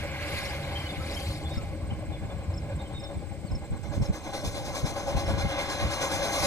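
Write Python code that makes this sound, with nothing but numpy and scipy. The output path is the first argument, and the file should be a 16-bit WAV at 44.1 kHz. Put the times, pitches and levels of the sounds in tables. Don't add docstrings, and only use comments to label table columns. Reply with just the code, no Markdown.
import sys
import numpy as np
from scipy import signal
from scipy.fft import rfft, irfft
from scipy.io import wavfile
from scipy.ndimage import uniform_filter1d

SR = 44100
rng = np.random.default_rng(int(sys.argv[2]) if len(sys.argv) > 2 else 0)


def to_wav(sig):
    pcm = np.clip(np.atleast_2d(sig), -1, 1) * 32767
    pcm = np.round(pcm).astype(np.int16)
    wavfile.write(sys.argv[1], SR, pcm.T)


N = 284886
TIME = np.arange(N) / SR

# (pitch [Hz], width [Hz], level [dB])
DRONE_HUMS = [(75, 18, -41.5), (146, 10, -47.5), (312, 12, -51)]
# (time [s], gain [dB])
DRONE_FADE = [(1.2, 0), (2.7, -2), (3.3, -12)]

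# (frequency [Hz], relative strength [dB per Hz])
FIELD_SPECTRUM = [(100, 10), (500, 3), (1200, -24), (2300, -51), (3000, -17.5), (4500, -18), (6200, -24),
                  (8300, -11), (9500, -25), (12000, -36), (15500, -22)]
# (frequency [Hz], likeness [0-1])
FIELD_LIKENESS = [(100, 0.88), (700, 0.93), (1500, 0.25), (3000, 0.066), (15000, .05)]

CHIP_TIMES = [0.411, 1.105, 1.534, 2.536, 2.997, 3.511, 4.015, 4.41, 4.81, 5.217, 5.655]
CHIP_DB = -44.5
# (time [s], length [s], start pitch [Hz], end pitch [Hz], level [dB], lead at the left port [ms])
BIRD_NOTES = [(0.75, .034, 3130, 3130, -36.5, 0.1), (.792, 0.024, 3150, 3100, -40, 0.16),
              (0.853, .03, 3030, 2970, -43, 0.23), (0.887, 0.034, 3420, 3580, -40, .18),
              (0.996, 0.031, 1320, 1334, -44, 0), (1.16, 0.026, 3070, 3170, -38.5, 0.1),
              (1.443, .049, 3470, 3485, -44, 0.19), (1.503, 0.05, 3706, 3694, -45.5, 0.044),
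              (1.569, .046, 1300, 1330, -48, 0.037), (1.903, 0.014, 2920, 3100, -44.5, .1),
              (2.117, 0.054, 3560, 3390, -50, .18), (2.294, .043, 3500, 3510, -56.5, 0.063),
              (2.787, 0.038, 3730, 3630, -52, .03), (2.837, .057, 3220, 3000, -56, .13),
              (2.935, .064, 3690, 3640, -45.5, 0.08), (3.016, 0.083, 3590, 3670, -49, .16),
              (3.455, .06, 5000, 3600, -59, 0.026)]

# (stroke length [s], start pitch [Hz], end pitch [Hz], level before chance and fading [dB])
INSECTS = [(.028, 7800, 6950, -55), (.021, 8400, 8000, -56)]
# (which insect [0 or 1], first stroke [s], end [s], rate [strokes per s])
TRILLS = [(0, .035, 1.65, 15.85), (0, 2.056, 4.6, 15.8), (1, 1.195, 2.08, 16.35), (1, 2.75, 4.9, 16.75)]
STROKE_FADE_DB, STROKE_JITTER_S, STROKE_UNEVEN_DB = -11, 0.0018, 2.2
STROKE_DETUNE, STROKE_STRETCH = 0.007, 0.13

# (time [s], level [dB], likeness of the two ports [0-1], left over right [dB])
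WIND_COURSE = [(0, -39, 0.65, 0), (1, -37, 1, -0.5), (2.1, -36.5, 0.53, 1), (2.8, -35.5, 1, 0),
               (3.2, -43, 0, 19), (3.6, -39.5, 0.1, -1), (4, -42, 0.06, -28.5), (4.25, -42.5, 0, 3.5),
               (5.3, -37, 0, 0), (6.15, -50, .05, 26), (6.46, -34, 0.3, -11)]
# (time of the peak [s], level [dB], length [s], left over right [dB])
BUFFETS = [(0.988, -31.5, 0.078, 0), (1.577, -22, 0.027, 2), (1.927, -24.5, 0.034, 3),
           (2.102, -34.5, 0.09, 10), (2.246, -30.5, 0.081, -1), (2.398, -37, 0.035, 6),
           (2.77, -41, 0.06, 3), (3.17, -28.5, 0.043, 1), (3.329, -36, 0.034, 11), (3.45, -30, 0.028, 8),
           (3.539, -26, 0.12, -1), (3.726, -26.5, 0.081, 3), (3.976, -21, 0.028, 0.5),
           (4.017, -20.5, 0.056, 0.5), (4.1, -19, 0.045, -3), (4.471, -29.5, 0.1, 0),
           (4.845, -21, 0.043, 3), (5.164, -22, 0.071, 2), (5.321, -26.5, 0.26, 2.5),
           (5.455, -21.5, 0.061, 1.5), (5.849, -25, 0.11, 0)]
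# (frequency [Hz], relative strength [dB per Hz])
RUMBLE_SPECTRUM = [(15, -49), (30, -45), (50, -5.5), (80, 1.5), (120, -6.5), (180, -11.5), (300, -24.5),
                   (2000, -70)]
# (frequency [Hz], relative strength [dB per Hz])
THUMP_SPECTRUM = [(15, -28), (35, -8.5), (75, 9.5), (120, -4), (200, -5.5), (320, -20.5), (600, -27),
                  (5000, -72)]

# (time [s], rustle level [dB], fine fizz level [dB])
GRASS_COURSE = [(0, -40.5, -49), (.11, -41, -52.5), (.23, -38, -46.5), (.33, -37, -40.5),
                (.445, -38.5, -41.5), (.65, -44, -49.5), (.75, -42, -48.5), (.97, -45, -50.5),
                (1.12, -43, -44), (1.32, -48.5, -43.5), (1.45, -52, -54), (1.54, -48, -52),
                (1.75, -54, -62), (2.4, -54.5, -79), (3.4, -57.5, -83)]
# (frequency [Hz], relative strength [dB per Hz])
RUSTLE_SPECTRUM = [(500, -34), (1000, 0), (1600, 6.5), (2200, 8.5), (2900, 9), (4000, -7), (8000, -16)]
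# (frequency [Hz], relative strength [dB per Hz])
FIZZ_SPECTRUM = [(1500, -6.5), (3800, 6), (4400, 6), (5100, 0), (5600, -4.5), (8500, -6), (11000, -4.5),
                 (13000, -16.5)]

# (time [s], level [dB])
STEAM_SPURTS = [(3.829, -56), (3.923, -49), (4.02, -47.5), (4.13, -46), (4.233, -48.5), (4.333, -41),
                (4.443, -38.5), (4.545, -42.5), (4.648, -42), (4.747, -37.5), (4.856, -37.5), (4.961, -42),
                (5.07, -42), (5.166, -39.5), (5.27, -42), (5.38, -40.5), (5.482, -44), (5.585, -38.5),
                (5.692, -38), (5.794, -42.5), (5.905, -37), (6.008, -33.5), (6.115, -33.5), (6.224, -35),
                (6.322, -34.5), (6.425, -30)]
# (time [s], level [dB])
STEAM_LEAK = [(0, -77), (3.65, -68), (4, -69), (4.38, -47.5), (4.8, -47.5), (5.4, -50), (5.9, -43),
              (6.3, -38.5), (6.46, -29.5)]
# (frequency [Hz], relative strength [dB per Hz])
HISS_SPECTRUM = [(500, -9), (1400, -4), (2800, -3.5), (3500, 2), (4800, -3.5), (6400, -0.5), (9000, -5.5),
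                 (11000, -4), (12500, -11), (15500, -11.5)]

# (time [s], puff level [dB], rolling level [dB], gain above about 1000 Hz [dB])
APPROACH = [(0, -39.5, -41, -8), (.8, -39, -40, -6.5), (1.3, -39, -40, -45), (2, -40.5, -48.5, -11.5),
            (2.85, -40.5, -48, -7), (3.38, -43.5, -50.5, -13.5), (3.8, -40, -56, -6.5),
            (4.3, -35, -42.5, -7), (5.1, -33, -36, -4.5), (5.6, -35, -36, 4), (6.46, -30, -31, -1.5)]
# (frequency [Hz], relative strength [dB per Hz])
EXHAUST_SPECTRUM = [(100, -3.5), (450, -4.5), (700, 0), (1000, -11), (1500, -12), (2300, -18.5),
                    (3000, -7.5), (6000, -38.5), (12000, -65)]
# (lateness [s], accent [dB])
WHEEL_TURN = [(-0.0055, -0.6), (0.0013, -0.6), (0.015, -1.5), (-0.0063, 1.3)]
FIRST_BEAT_S, BEAT_GAP_S, GAP_GROWTH_S = 0.0251, 0.09711, 0.000143
BEAT_JITTER_S, BEAT_UNEVEN_DB = 0.002, 0.5

# (frequency [Hz], likeness [0-1])
TRAIN_LIKENESS = [(300, 0.88), (450, 0.95), (1000, 0.94), (1230, 0.9), (1550, 0.9), (1850, 0.75),
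                  (2150, 0.75), (2450, 1), (2900, 1), (4700, 0.76), (6300, 1), (8600, 0), (11000, 0.4),
                  (14000, 0.86)]
# (frequency [Hz], left over right [dB])
TRAIN_SIDE = [(1500, 2), (2050, -4), (3000, 0.5), (4600, 4), (7000, 4), (14000, 2)]
# (frequency [Hz], left lead [radians])
TRAIN_PHASE = [(150, 0), (600, 0.39), (1500, 0.9), (1950, 0.8), (2200, 2.5), (2500, 1.5), (2750, 2.5),
               (3150, 3.5), (4050, 5.5), (4700, 3.5), (5900, 6), (8300, 9.5), (10000, 7.5), (12000, 10.5)]
# (frequency [Hz], width [Hz], lift before scaling [dB])
RESONANCES = [(312, 26.5, 14.5), (554, 58.5, 12.5), (803.2, 52, 9.5), (1067, 223, 11.5), (1511, 130, 8.5),
              (1650, 60, 9.5), (2117, 182, 14.5), (2370, 145, 9.5), (3490, 160, 6), (4110, 280, 12),
              (4790, 350, 8), (5180, 210, 11), (5580, 130, 8), (6230, 310, 11.5), (6660, 170, 2)]
EDGE_HZ = 15550


def amp(db):
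    return 10 ** (np.asarray(db) / 20)


def evened(x):
    return x / np.sqrt(np.mean(x ** 2) + 1e-20)


def read(points, hz):
    f, value = np.transpose(points)
    return np.interp(np.log(hz + 1), np.log(f + 1), value)


def curves(rows):
    s, *columns = np.transpose(rows)
    return [np.interp(TIME, s, column) for column in columns]


def add(mix, s, sound):
    part = mix[..., max(round(s * SR), 0):][..., :sound.shape[-1]]
    part += sound[..., :part.shape[-1]]


def pan(db):
    return amp([[db / 2], [-db / 2]])


def drift(rate_hz):
    f = np.fft.rfftfreq(N, 1 / SR)
    spectrum = rfft(rng.standard_normal(N))
    return evened(irfft(spectrum * np.exp(-(f / rate_hz) ** 2), N))


def resonant_lift(hz):
    return sum(db / (1 + (2 * (hz - f) / width) ** 2) for f, width, db in RESONANCES)


def noise(spectrum, same, side=None, lead_ms=0, phase=None, patchy_db=0, coloured=0, size=2048):
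    hz = np.fft.rfftfreq(size, 1 / SR)
    a, b, c, d, patches = rng.standard_normal((5, 4 * N // size + 5, len(hz)))
    patches = uniform_filter1d(patches, size=5, axis=0)
    patches = evened(uniform_filter1d(patches, size=10, axis=1))
    right, separate = a + 1j * b, c + 1j * d
    alike = np.clip(read(same, hz), 0, 1)
    lead = read(phase, hz) if phase else 2 * np.pi * hz * lead_ms / 1000
    left = (alike * right + np.sqrt(1 - alike ** 2) * separate) * np.exp(1j * lead)
    lean = amp(read(side, hz) / 2) if side else 1
    level_db = read(spectrum, hz) + coloured * resonant_lift(hz) + patchy_db * patches
    frames = np.array([left * lean, right / lean]) * amp(level_db)
    sound = signal.istft(frames.swapaxes(1, 2), nperseg=size, noverlap=size - size // 4)[1]
    return evened(sound[:, :N])


def whistle(length, start_hz, end_hz, arch_hz=0, waver_hz=0):
    u = np.linspace(0, 1, int(length * SR))
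    waver = evened(uniform_filter1d(rng.standard_normal(len(u)), size=160))
    hz = start_hz + (end_hz - start_hz) * u + arch_hz * np.sin(np.pi * u) + waver_hz * waver
    tone = np.sin(2 * np.pi * np.cumsum(hz) / SR)
    return np.sqrt(2) * np.sin(np.pi * u) * tone


def outdoors(x, wet_db, t60):
    t = np.arange(SR // 2) / SR
    tail = rng.standard_normal((2, len(t))) * amp(-60 * t / t60)
    tail = tail / np.linalg.norm(tail[0])
    scatter = signal.fftconvolve(np.atleast_2d(x), tail, axes=1)[:, :N]
    return x + amp(wet_db) * scatter


def puffs(events, rise, hold, decay):
    t, power = np.arange(SR // 2) / SR, np.zeros(N)
    opening = np.sin(np.pi / 2 * np.minimum(t / rise, 1)) ** 2
    emptying = np.exp(-np.maximum(t - hold, 0) / decay)
    for s, db in events:
        add(power, s - rise / 2, (amp(db) * opening * emptying) ** 2)
    return np.sqrt(power)


def drone():
    fade_db, = curves(DRONE_FADE)
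    hums = np.zeros(N)
    for hz, width, db in DRONE_HUMS:
        angle = 2 * np.pi * hz * TIME
        hum = drift(width / 2) * np.cos(angle) + drift(width / 2) * np.sin(angle)
        hums += amp(db) * hum
    return hums * amp(fade_db)


def field():
    return noise(FIELD_SPECTRUM, FIELD_LIKENESS, patchy_db=1.5, coloured=0.44, size=1024) * amp(-46.5)


def insects():
    out = np.zeros(N)
    for which, start, end, per_s in TRILLS:
        length, top_hz, low_hz, db = INSECTS[which]
        for s in np.arange(start, end, 1 / per_s):
            late, sharp, loud, long = rng.standard_normal(size=4)
            high, low = np.array([top_hz, low_hz]) * (1 + STROKE_DETUNE * sharp)
            span = length * np.exp(STROKE_STRETCH * long)
            arch = (high - low) / 4
            stroke = whistle(span, high, low, arch, waver_hz=30)
            stroke = stroke + amp(-15) * whistle(span, 2 * high, 2 * low, 2 * arch)
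            fade_db = np.linspace(0, STROKE_FADE_DB, len(stroke))
            level = amp(db + STROKE_UNEVEN_DB * loud + fade_db)
            add(out, s + STROKE_JITTER_S * late, level * stroke)
    return outdoors(out, wet_db=-9, t60=0.037) * pan(3)


def birds():
    near, far = np.zeros(N), np.zeros((2, N))
    for s in CHIP_TIMES:
        add(near, s, amp(CHIP_DB - 4.5) * whistle(0.016, 5220, 5020, arch_hz=90))
        add(near, s + 0.0366, amp(CHIP_DB) * whistle(0.0207, 5380, 5000, arch_hz=167))
    for s, length, start_hz, end_hz, db, lead_ms in BIRD_NOTES:
        note = amp(db) * whistle(length, start_hz, end_hz, waver_hz=34.6)
        add(far[0], s, note)
        add(far[1], s + lead_ms / 1000, note)
    far = outdoors(far, wet_db=-5, t60=0.36)
    return outdoors(near, wet_db=-13, t60=0.12) + far


def wind():
    wind_db, same, lean_db = curves(WIND_COURSE)
    apart, same = [(100, 0)], np.clip(same, 0, 1)
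    left, other = noise(RUMBLE_SPECTRUM, apart)
    right = same * left + np.sqrt(1 - same ** 2) * other
    lean = amp(lean_db / 2)
    rumble = np.array([left * lean, right / lean]) * amp(wind_db + 2.0 * drift(21))
    eddies = np.zeros((2, N))
    for s, db, length, side_db in BUFFETS:
        add(eddies, s - length / 2, amp(db) * pan(side_db) * np.hanning(int(length * SR)))
    churn = noise(THUMP_SPECTRUM, apart)
    churn = churn / np.sqrt(uniform_filter1d(churn ** 2, size=1800) + 1e-9)
    return rumble + eddies * churn


def grass():
    rustle_db, fizz_db = curves(GRASS_COURSE)
    rustle = noise(RUSTLE_SPECTRUM, TRAIN_LIKENESS, lead_ms=0.084, patchy_db=1.5, coloured=0.9, size=512)
    fizz = noise(FIZZ_SPECTRUM, [(4500, 0.75), (12000, 0.31)], lead_ms=0.16, patchy_db=3.5, size=512)
    gust = rustle * amp(rustle_db) * pan(-1.2) + fizz * amp(fizz_db) * pan(4.0)
    return gust * amp(drift(22) / 2)


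def steam():
    leak_db, = curves(STEAM_LEAK)
    spurts = puffs(STEAM_SPURTS, rise=0.018, hold=0.048, decay=0.028)
    hiss = noise(HISS_SPECTRUM, TRAIN_LIKENESS, TRAIN_SIDE, phase=TRAIN_PHASE, patchy_db=2.5, coloured=0.83)
    return hiss * np.hypot(spurts, amp(leak_db)) * amp(drift(40) / 2)


def exhaust_beats():
    rows = []
    for k, (jitter, uneven) in enumerate(rng.standard_normal(size=(64, 2))):
        late, accent_db = WHEEL_TURN[k % len(WHEEL_TURN)]
        s = FIRST_BEAT_S + k * BEAT_GAP_S + GAP_GROWTH_S * k ** 2 / 2
        rows.append((s + late + BEAT_JITTER_S * jitter, accent_db + BEAT_UNEVEN_DB * uneven))
    return rows


def locomotive():
    puff_db, roll_db, rasp_db = curves(APPROACH)
    barks = amp(puff_db) * puffs(exhaust_beats(), rise=0.025, hold=0.05, decay=0.034)
    level = np.hypot(barks, amp(roll_db))
    roar = noise(EXHAUST_SPECTRUM, TRAIN_LIKENESS, TRAIN_SIDE, phase=TRAIN_PHASE, patchy_db=1.5, coloured=1.174)
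    roar = roar * level
    rasp = signal.sosfiltfilt(signal.butter(2, 1000, "high", fs=SR, output="sos"), roar)
    return roar + (amp(rasp_db) - 1) * rasp


def scene():
    background = drone() + field() + insects() + birds()
    moving_air = wind() + grass()
    train = steam() + locomotive()
    return background + moving_air + train


def record(dry):
    band_limit = signal.firwin(511, EDGE_HZ, window=("kaiser", 9), fs=SR)
    return signal.oaconvolve(dry, band_limit[None], "same")


dry = scene()
out = record(dry)
to_wav(out)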